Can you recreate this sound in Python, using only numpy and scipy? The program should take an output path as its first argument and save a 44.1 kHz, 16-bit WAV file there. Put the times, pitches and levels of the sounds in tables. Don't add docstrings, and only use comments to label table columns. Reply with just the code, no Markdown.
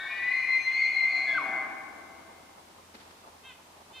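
import sys
import numpy as np
from scipy import signal
from scipy.fft import rfft, irfft, next_fast_len
from scipy.io import wavfile
from scipy.ndimage import uniform_filter1d, map_coordinates

SR = 44100
rng = np.random.default_rng(int(sys.argv[2]) if len(sys.argv) > 2 else 0)


def put_to_file(sound):
    columns = np.atleast_2d(sound).T
    safe = np.clip(columns, -1, 1)
    whole_steps = np.round(safe * 32767)
    wavfile.write(sys.argv[1], SR, whole_steps.astype(np.int16))


N = 176400

# t/s, f/Hz
WHISTLE_GLIDE = [(0, 1835), (.12, 1918), (.29, 1992), (.345, 2059), (.69, 2073), (.76, 2090), (.85, 2080),
                 (1.17, 2072), (1.24, 2057), (1.3, 2071)]
# t/s, level/dB
WHISTLE_SWELLS = [(0, -43.5), (.13, -43), (.27, -29.5), (.38, -29), (.46, -35), (.5, -26), (.57, -21.5),
                  (.635, -38.5), (.68, -24.5), (.735, -34), (.8, -26), (.87, -26), (.95, -41), (1.04, -24),
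                  (1.11, -33), (1.15, -25.5), (1.215, -27.5), (1.255, -40), (1.28, -26.5), (1.37, -28.5),
                  (1.45, -44.5)]
OCTAVE_SWELLS = [(0, -64), (.27, -59), (.36, -49), (.47, -54), (.54, -38.5), (.59, -52), (.668, -39),
                 (.708, -52.5), (.75, -36.5), (.798, -55), (.862, -37), (.906, -59.5), (.946, -43),
                 (1.038, -39.5), (1.086, -56), (1.17, -39.5), (1.4, -61)]
THIRD_SWELLS = [(.3, -83), (.38, -69.5), (.64, -60.5), (.8, -67), (.87, -63), (1.0, -70.5), (1.19, -67.5),
                (1.32, -91.5)]

def whistle():
    hz, = curves(WHISTLE_GLIDE)
    db, octave_db, third_db = curves(WHISTLE_SWELLS) + curves(OCTAVE_SWELLS) + curves(THIRD_SWELLS)
    settle_s = 0.42
    unsettled = np.clip(1 - np.arange(N) / SR / settle_s, 0, 1)
    phase = phase_of(hz, jitter=.001 + .011 * unsettled, rate=180)
    octave = amp(octave_db) * np.sin(2 * phase)
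    third = amp(third_db + 3 * wobble(22)) * np.sin(3 * phase)
    fundamental = amp(db + 0.85 * wobble(86)) * np.sin(phase)
    return np.sqrt(2) * during(WHISTLE_SWELLS) * (fundamental + octave + third)


# t/s, f/Hz, level/dB, octave level/dB
SHAKY_WHISTLE = [(0, 2247, -43.5, -78), (.28, 2203, -41, -60.5), (.5, 2193, -44.5, -69.5),
                 (.7, 2188, -45, -72), (.735, 2172, -41.5, -53.5), (.785, 2199, -32, -47.5),
                 (1.02, 2188, -43.5, -60.5), (1.12, 2192, -37, -49), (1.36, 2198, -36, -63),
                 (1.62, 2196, -48, -76)]

def second_whistle():
    hz, db, octave_db = curves(SHAKY_WHISTLE)
    phase = phase_of(hz, jitter=.004, rate=220)
    overtones = amp(octave_db) * (np.sin(2 * phase) + amp(-15) * np.sin(3 * phase))
    shimmer = amp(2 * wobble(60))
    return np.sqrt(2) * during(SHAKY_WHISTLE) * shimmer * (amp(db) * np.sin(phase) + overtones)


# t/s, f/Hz, level/dB
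JUST_ABOVE = [(.765, 2105, -43.5), (.79, 2151, -29), (.88, 2150, -28), (.96, 2133, -32),
              (1.15, 2118, -50.5)]
ABOVE = [(.07, 2420, -58.5), (.12, 2428, -35), (.19, 2425, -45.5), (.3, 2465, -35.5), (.38, 2430, -44),
         (.445, 2422, -30.5), (.485, 2440, -49.5), (.618, 2420, -36.5), (.65, 2425, -47),
         (.77, 2455, -45.5), (1.2, 2420, -46), (1.238, 2405, -39), (1.3, 2390, -53.5)]
FAR_ABOVE = [(.08, 2900, -63), (.16, 2893, -52.5), (.5, 2930, -63), (.85, 2914, -58), (1.2, 2850, -71)]
JUST_BELOW = [(0.278, 1993, -32.5), (.33, 1990, -31.5), (.6, 2030, -45.5), (1.25, 2004, -52)]
BELOW = [(0, 1778, -43), (.22, 1832, -44), (.5, 1854, -69)]
FAR_BELOW = [(.03, 1074, -62), (.4, 1075, -53), (.5, 1071, -58), (.8, 1069, -60.5)]
ONSET_TONE = [(0, 1528, -43), (.06, 1558, -43), (.15, 1554, -59.5), (.35, 1580, -57)]

def side_tones():
    return (tone(JUST_ABOVE, jitter=.0047, rate=160, shimmer_db=6, partials=((1, 0), (2, -25)))
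            + tone(ABOVE, jitter=.007, rate=220, shimmer_db=4)
            + tone(JUST_BELOW, jitter=.0088, rate=220, shimmer_db=3)
            + tone(BELOW, jitter=.025, rate=330, shimmer_db=3.5)
            + tone(ONSET_TONE, jitter=.012, rate=160, shimmer_db=0)
            + tone(FAR_BELOW, jitter=.0092, rate=160, shimmer_db=2)
            + tone(FAR_ABOVE, jitter=.0082, rate=300, shimmer_db=2))


# t/s, f/Hz, level/dB
FALL = [(1.25, 1758, -69), (1.28, 1720, -33), (1.32, 1700, -40), (1.35, 1570, -32), (1.378, 1531, -24.5),
        (1.385, 1200, -35), (1.4, 1115, -27.5), (1.415, 1075, -34), (1.44, 792, -56)]
THIN_SQUEAL = [(1.26, 3497, -64.5), (1.285, 3425, -55.5), (1.32, 3397, -48), (1.36, 3345, -60),
               (1.41, 3350, -68)]
# multiple of the pitch, level/dB
FALL_PARTIALS = [(1, -2), (2, -30.5)]

def whistle_break():
    fall = tone(FALL, jitter=.011, rate=300, shimmer_db=3.5, partials=FALL_PARTIALS)
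    return fall + tone(THIN_SQUEAL, jitter=.009, rate=240, shimmer_db=3)


# t/s, f/Hz, level/dB
VOICE_LINE = [(0, 168.4, -46.5), (.35, 179.8, -51.5), (.7, 170.9, -51.5), (1.02, 164.5, -51),
              (1.17, 159.3, -46), (1.36, 152.6, -46), (1.43, 140.3, -35), (1.54, 115.7, -35),
              (1.63, 105, -41), (1.8, 95, -56), (2.0, 89, -57)]
# f/Hz, width/Hz, level/dB
FORMANTS = [(299, 122, -6.5), (656, 52, -3), (785, 54, 3), (1095, 78, 2), (1215, 150, -12.5),
            (1554, 122, -0.5), (1767, 60, -7.5), (2270, 105, -4)]
# t/s, middle band level/dB, high band level/dB, onset band level/dB
RASP_SWELLS = [(0, -66, -69.5, -44.5), (.12, -57.5, -70.5, -51.5), (0.249, -56.5, -76.5, -69.5),
               (0.819, -54, -59, -76.5), (0.999, -57, -70.5, -76.5), (1.25, -56, -66, -72.5),
               (1.308, -50.5, -46, -61), (1.401, -62, -69.5, -80), (1.5, -87.5, -78, -95)]

def hoarse_voice():
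    hz, db = curves(VOICE_LINE)
    phase = phase_of(hz, jitter=.04, rate=120)
    pulses = unit(np.diff(np.floor(phase / (2 * np.pi)), prepend=0))
    breath = unit(rng.standard_normal(N) * (1 + 0.59 * np.cos(phase)))
    breath_share = 0.59
    source = np.sqrt(1 - breath_share) * pulses + np.sqrt(breath_share) * breath
    throat = lambda f: sum(amp(level) * resonance(f, centre, width) for centre, width, level in FORMANTS)
    hoarse = unit(filtered(source, throat))
    band = lambda centre_hz, width_hz: unit(filtered(breath, lambda f: resonance(f, centre_hz, width_hz)))
    middle_db, high_db, onset_db = curves(RASP_SWELLS)
    rasp = (amp(middle_db) * (band(2575, 270) + amp(-11.5) * band(4900, 940))
            + amp(high_db) * band(3390, 48)
            + amp(onset_db) * band(3660, 180))
    return amp(db) * hoarse * during(VOICE_LINE) + rasp * during(RASP_SWELLS)


# t/s, f/Hz, level/dB
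GROAN_LINE = [(1.05, 164, -70), (1.14, 162.4, -60.5), (1.28, 159.4, -59), (1.42, 148.3, -51),
              (1.47, 130, -70)]
THROAT_RING = [(1.06, 690, -65), (1.13, 705, -52), (1.26, 728, -51), (1.29, 675, -52.5), (1.35, 660, -50),
               (1.5, 665, -56.5)]
# multiple of the pitch, level/dB
GROAN_PARTIALS = [(1, -9), (2, -5.5), (7, -3.5)]

def groan():
    low = tone(GROAN_LINE, jitter=.012, rate=150, shimmer_db=4.5, partials=GROAN_PARTIALS)
    return low + tone(THROAT_RING, jitter=.055, rate=260, shimmer_db=4)


# t/s, f/Hz, level/dB
ECHO_LINE = [(1.38, 2070, -49), (1.47, 2070, -42), (1.6, 2071, -35.5), (1.71, 2066, -50), (2.02, 2060, -59),
             (2.1, 2068, -55.5), (2.22, 2068, -65), (2.6, 2070, -71)]

def far_echo():
    return tone(ECHO_LINE, jitter=.003, rate=97, shimmer_db=2.5)


# start t/s, length/s, level/dB, top f/Hz, brightness/(dB per octave)
BIRD_NOTES = [(3.428, .103, -49.5, 528.6, -1.5), (3.924, 0.11, -48, 522, 8)]
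# f/Hz, level/dB
BIRD_EQ = [(500, -31), (1050, -8.5), (1570, -6), (2100, -4.5), (2620, 1), (3140, 0.5), (3670, -1),
           (4200, -15), (5200, -32.5), (8000, -48)]

def bird():
    droop, crest = .33, .38
    orders = np.arange(1, 12)
    out = np.zeros(N)
    for start, length, db, hz, tilt_db in BIRD_NOTES:
        t = np.arange(N) / SR - start
        pitch = hz * (1 - droop * (np.clip(t / length, 0, 1) - crest) ** 2)
        phase = phase_of(pitch, jitter=.004, rate=320)
        gains = amp(along(BIRD_EQ, hz * orders) + tilt_db * np.log2(orders))
        voiced = unit(sum(gain * np.sin(k * phase) for k, gain in zip(orders, gains)))
        breath = unit(filtered(rng.standard_normal(N), lambda f: amp(along(BIRD_EQ, f))))
        attack = np.clip(t / 0.029, 0, 1)
        release = np.clip((length - t) / 0.024, 0, 1)
        out += amp(db) * (voiced + amp(-15.5) * breath) * attack * release
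    return out


# f/Hz, time to fall 60 dB/s
FOREST_DECAY = [(100, 1.1), (300, 5.5), (1000, 2.1), (2100, 1.8), (4000, 0.76), (9000, 0.43)]

def forest(x, direct_db, echo_db, decay_share=1):
    hz, t, noise = signal.stft(rng.standard_normal((2, 2 * SR)), SR, nperseg=256)
    rise = 1 - np.exp(-t / 0.0046)
    far_trees = 1 + amp(-6) * np.exp(-((t - 0.26) / 0.03) ** 2)
    envelope = amp(-60 * t / (decay_share * along(FOREST_DECAY, hz)[:, None])) * rise * far_trees
    envelope /= np.linalg.norm(envelope, axis=1, keepdims=True)
    tail = signal.istft(noise * envelope, SR, nperseg=256)[1]
    mid, side = signal.fftconvolve(x[None], tail / np.linalg.norm(tail[0]), axes=1)[:, :N]
    spread = np.arccos(0.38) / 2
    echo = np.cos(spread) * mid + np.sin(spread) * np.array([side, -side])
    return amp(direct_db) * x + amp(echo_db) * echo


# t/s, level/dB
RUSTLE_SWELL = [(2.93, -85), (2.945, -47.5), (2.975, -56.5), (2.995, -56), (3.012, -56), (3.04, -58),
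                (3.12, -59), (3.3, -68.5)]
# f/Hz, level/dB
RUSTLE_EQ = [(40, -7), (100, -1.5), (250, 7.5), (1000, 3.5), (2000, 2.5), (5000, -2), (8000, -19.5),
             (15000, -22)]

def rustle():
    db, = curves(RUSTLE_SWELL)
    return amp(db + 2.5 * wobble(150)) * during(RUSTLE_SWELL) * stereo_noise(RUSTLE_EQ)


# t/s, level before the trim/dB
KNOCK_HITS = [(2.289, -40), (2.395, -43), (2.495, -47), (2.578, -41), (2.784, -42.5), (3.243, -41.5),
              (3.273, -41), (3.769, -43.5)]
# f/Hz, level/dB
BURBLE_EQ = [(150, -17.5), (450, -8), (950, -1.5), (1250, -7.5), (1700, -25), (5000, -58.5)]

def burble_and_knocks():
    t = np.arange(N) / SR
    trim_db, attack_s, t60_s = -7.5, 0.0026, 0.12
    burble = amp(-59 + 3 * wobble(45)) * stereo_noise(BURBLE_EQ)
    hits = np.zeros(N)
    for at, db in KNOCK_HITS:
        attack = np.clip((t - at) / attack_s + 1, 0, 1)
        hits += attack * amp(db + trim_db - 60 * np.maximum(t - at, 0) / t60_s)
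    return burble + hits * stereo_noise(BURBLE_EQ)


# f/Hz, level/dB
AIR_EQ = [(25, -20.5), (55, -6.5), (90, -2.5), (120, -9), (175, 1), (350, -2), (600, -3.5), (1000, -3),
          (1500, -4.5), (3000, -7), (6000, -10.5), (10000, -14), (14300, -20), (15500, -24)]

def air_and_hum():
    hum = amp(-71.5 + 1.5 * wobble(12)) * np.sqrt(2) * np.sin(phase_of(hz=84.4, jitter=.021, rate=16))
    return amp(-56.5) * stereo_noise(AIR_EQ) + hum


# f/Hz, left-right likeness (0 to 1)
LIKENESS = [(25, .75), (70, 0.9), (300, 0.88), (1000, 0), (2500, 0), (8000, 0)]

def stereo_noise(eq):
    spread = lambda hz: np.arccos(along(LIKENESS, hz)) / 2
    response = lambda hz: amp(along(eq, hz)) * [np.cos(spread(hz)), np.sin(spread(hz))]
    mid, side = filtered(rng.standard_normal((2, N)), response)
    return unit(np.array([mid + side, mid - side]))


def tone(rows, jitter, rate, shimmer_db, partials=((1, 0),)):
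    hz, db = curves(rows)
    phase = phase_of(hz, jitter, rate)
    wave = sum(amp(level) * np.sin(k * phase) for k, level in partials)
    return np.sqrt(2) * during(rows) * amp(db + shimmer_db * wobble(59.93)) * wave


def phase_of(hz, jitter, rate):
    return 2 * np.pi * np.cumsum(hz * (1 + jitter * wobble(rate))) / SR


def wobble(rate):
    return map_coordinates(rng.standard_normal(int(N * rate / SR) + 4), [np.arange(N) * rate / SR])


def curves(rows):
    times, *columns = np.transpose(rows)
    return [np.interp(np.arange(N) / SR, times, column) for column in columns]


def during(rows):
    t = np.arange(N) / SR
    return uniform_filter1d(1. * ((t >= rows[0][0]) & (t <= rows[-1][0])), size=200)


def along(points, hz):
    f, values = np.transpose(points)
    return np.interp(np.log(hz + 1), np.log(f + 1), values)


def filtered(x, response):
    size = next_fast_len(N + SR // 2)
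    return irfft(rfft(x, size) * response(np.fft.rfftfreq(size, 1 / SR)), size)[..., :N]


def resonance(f, hz, width):
    return np.abs(1j * f * width / (hz * hz - f * f + 1j * f * width)) ** 1.57


def amp(db):
    return 10 ** (np.asarray(db) / 20)


def unit(x):
    return x / np.sqrt(np.mean(x ** 2) + 1e-20)


def scene():
    collapse = groan() + whistle_break()
    elk = (forest(whistle(), direct_db=0, echo_db=-15) + far_echo()
           + forest(second_whistle() + side_tones(), direct_db=-2.5, echo_db=-2.5)
           + forest(collapse, direct_db=-0.9, echo_db=-7)
           + forest(hoarse_voice(), direct_db=-4, echo_db=-2.5))
    pan_left = amp([[1.57], [-1.57]])
    near_bird = forest(bird(), direct_db=-0.5, echo_db=-3.5, decay_share=0.32)
    return elk * pan_left + near_bird + rustle() + burble_and_knocks() + air_and_hum()


def record(dry):
    return filtered(dry, lambda hz: hz < 15600)


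dry = scene()
out = record(dry)
put_to_file(out)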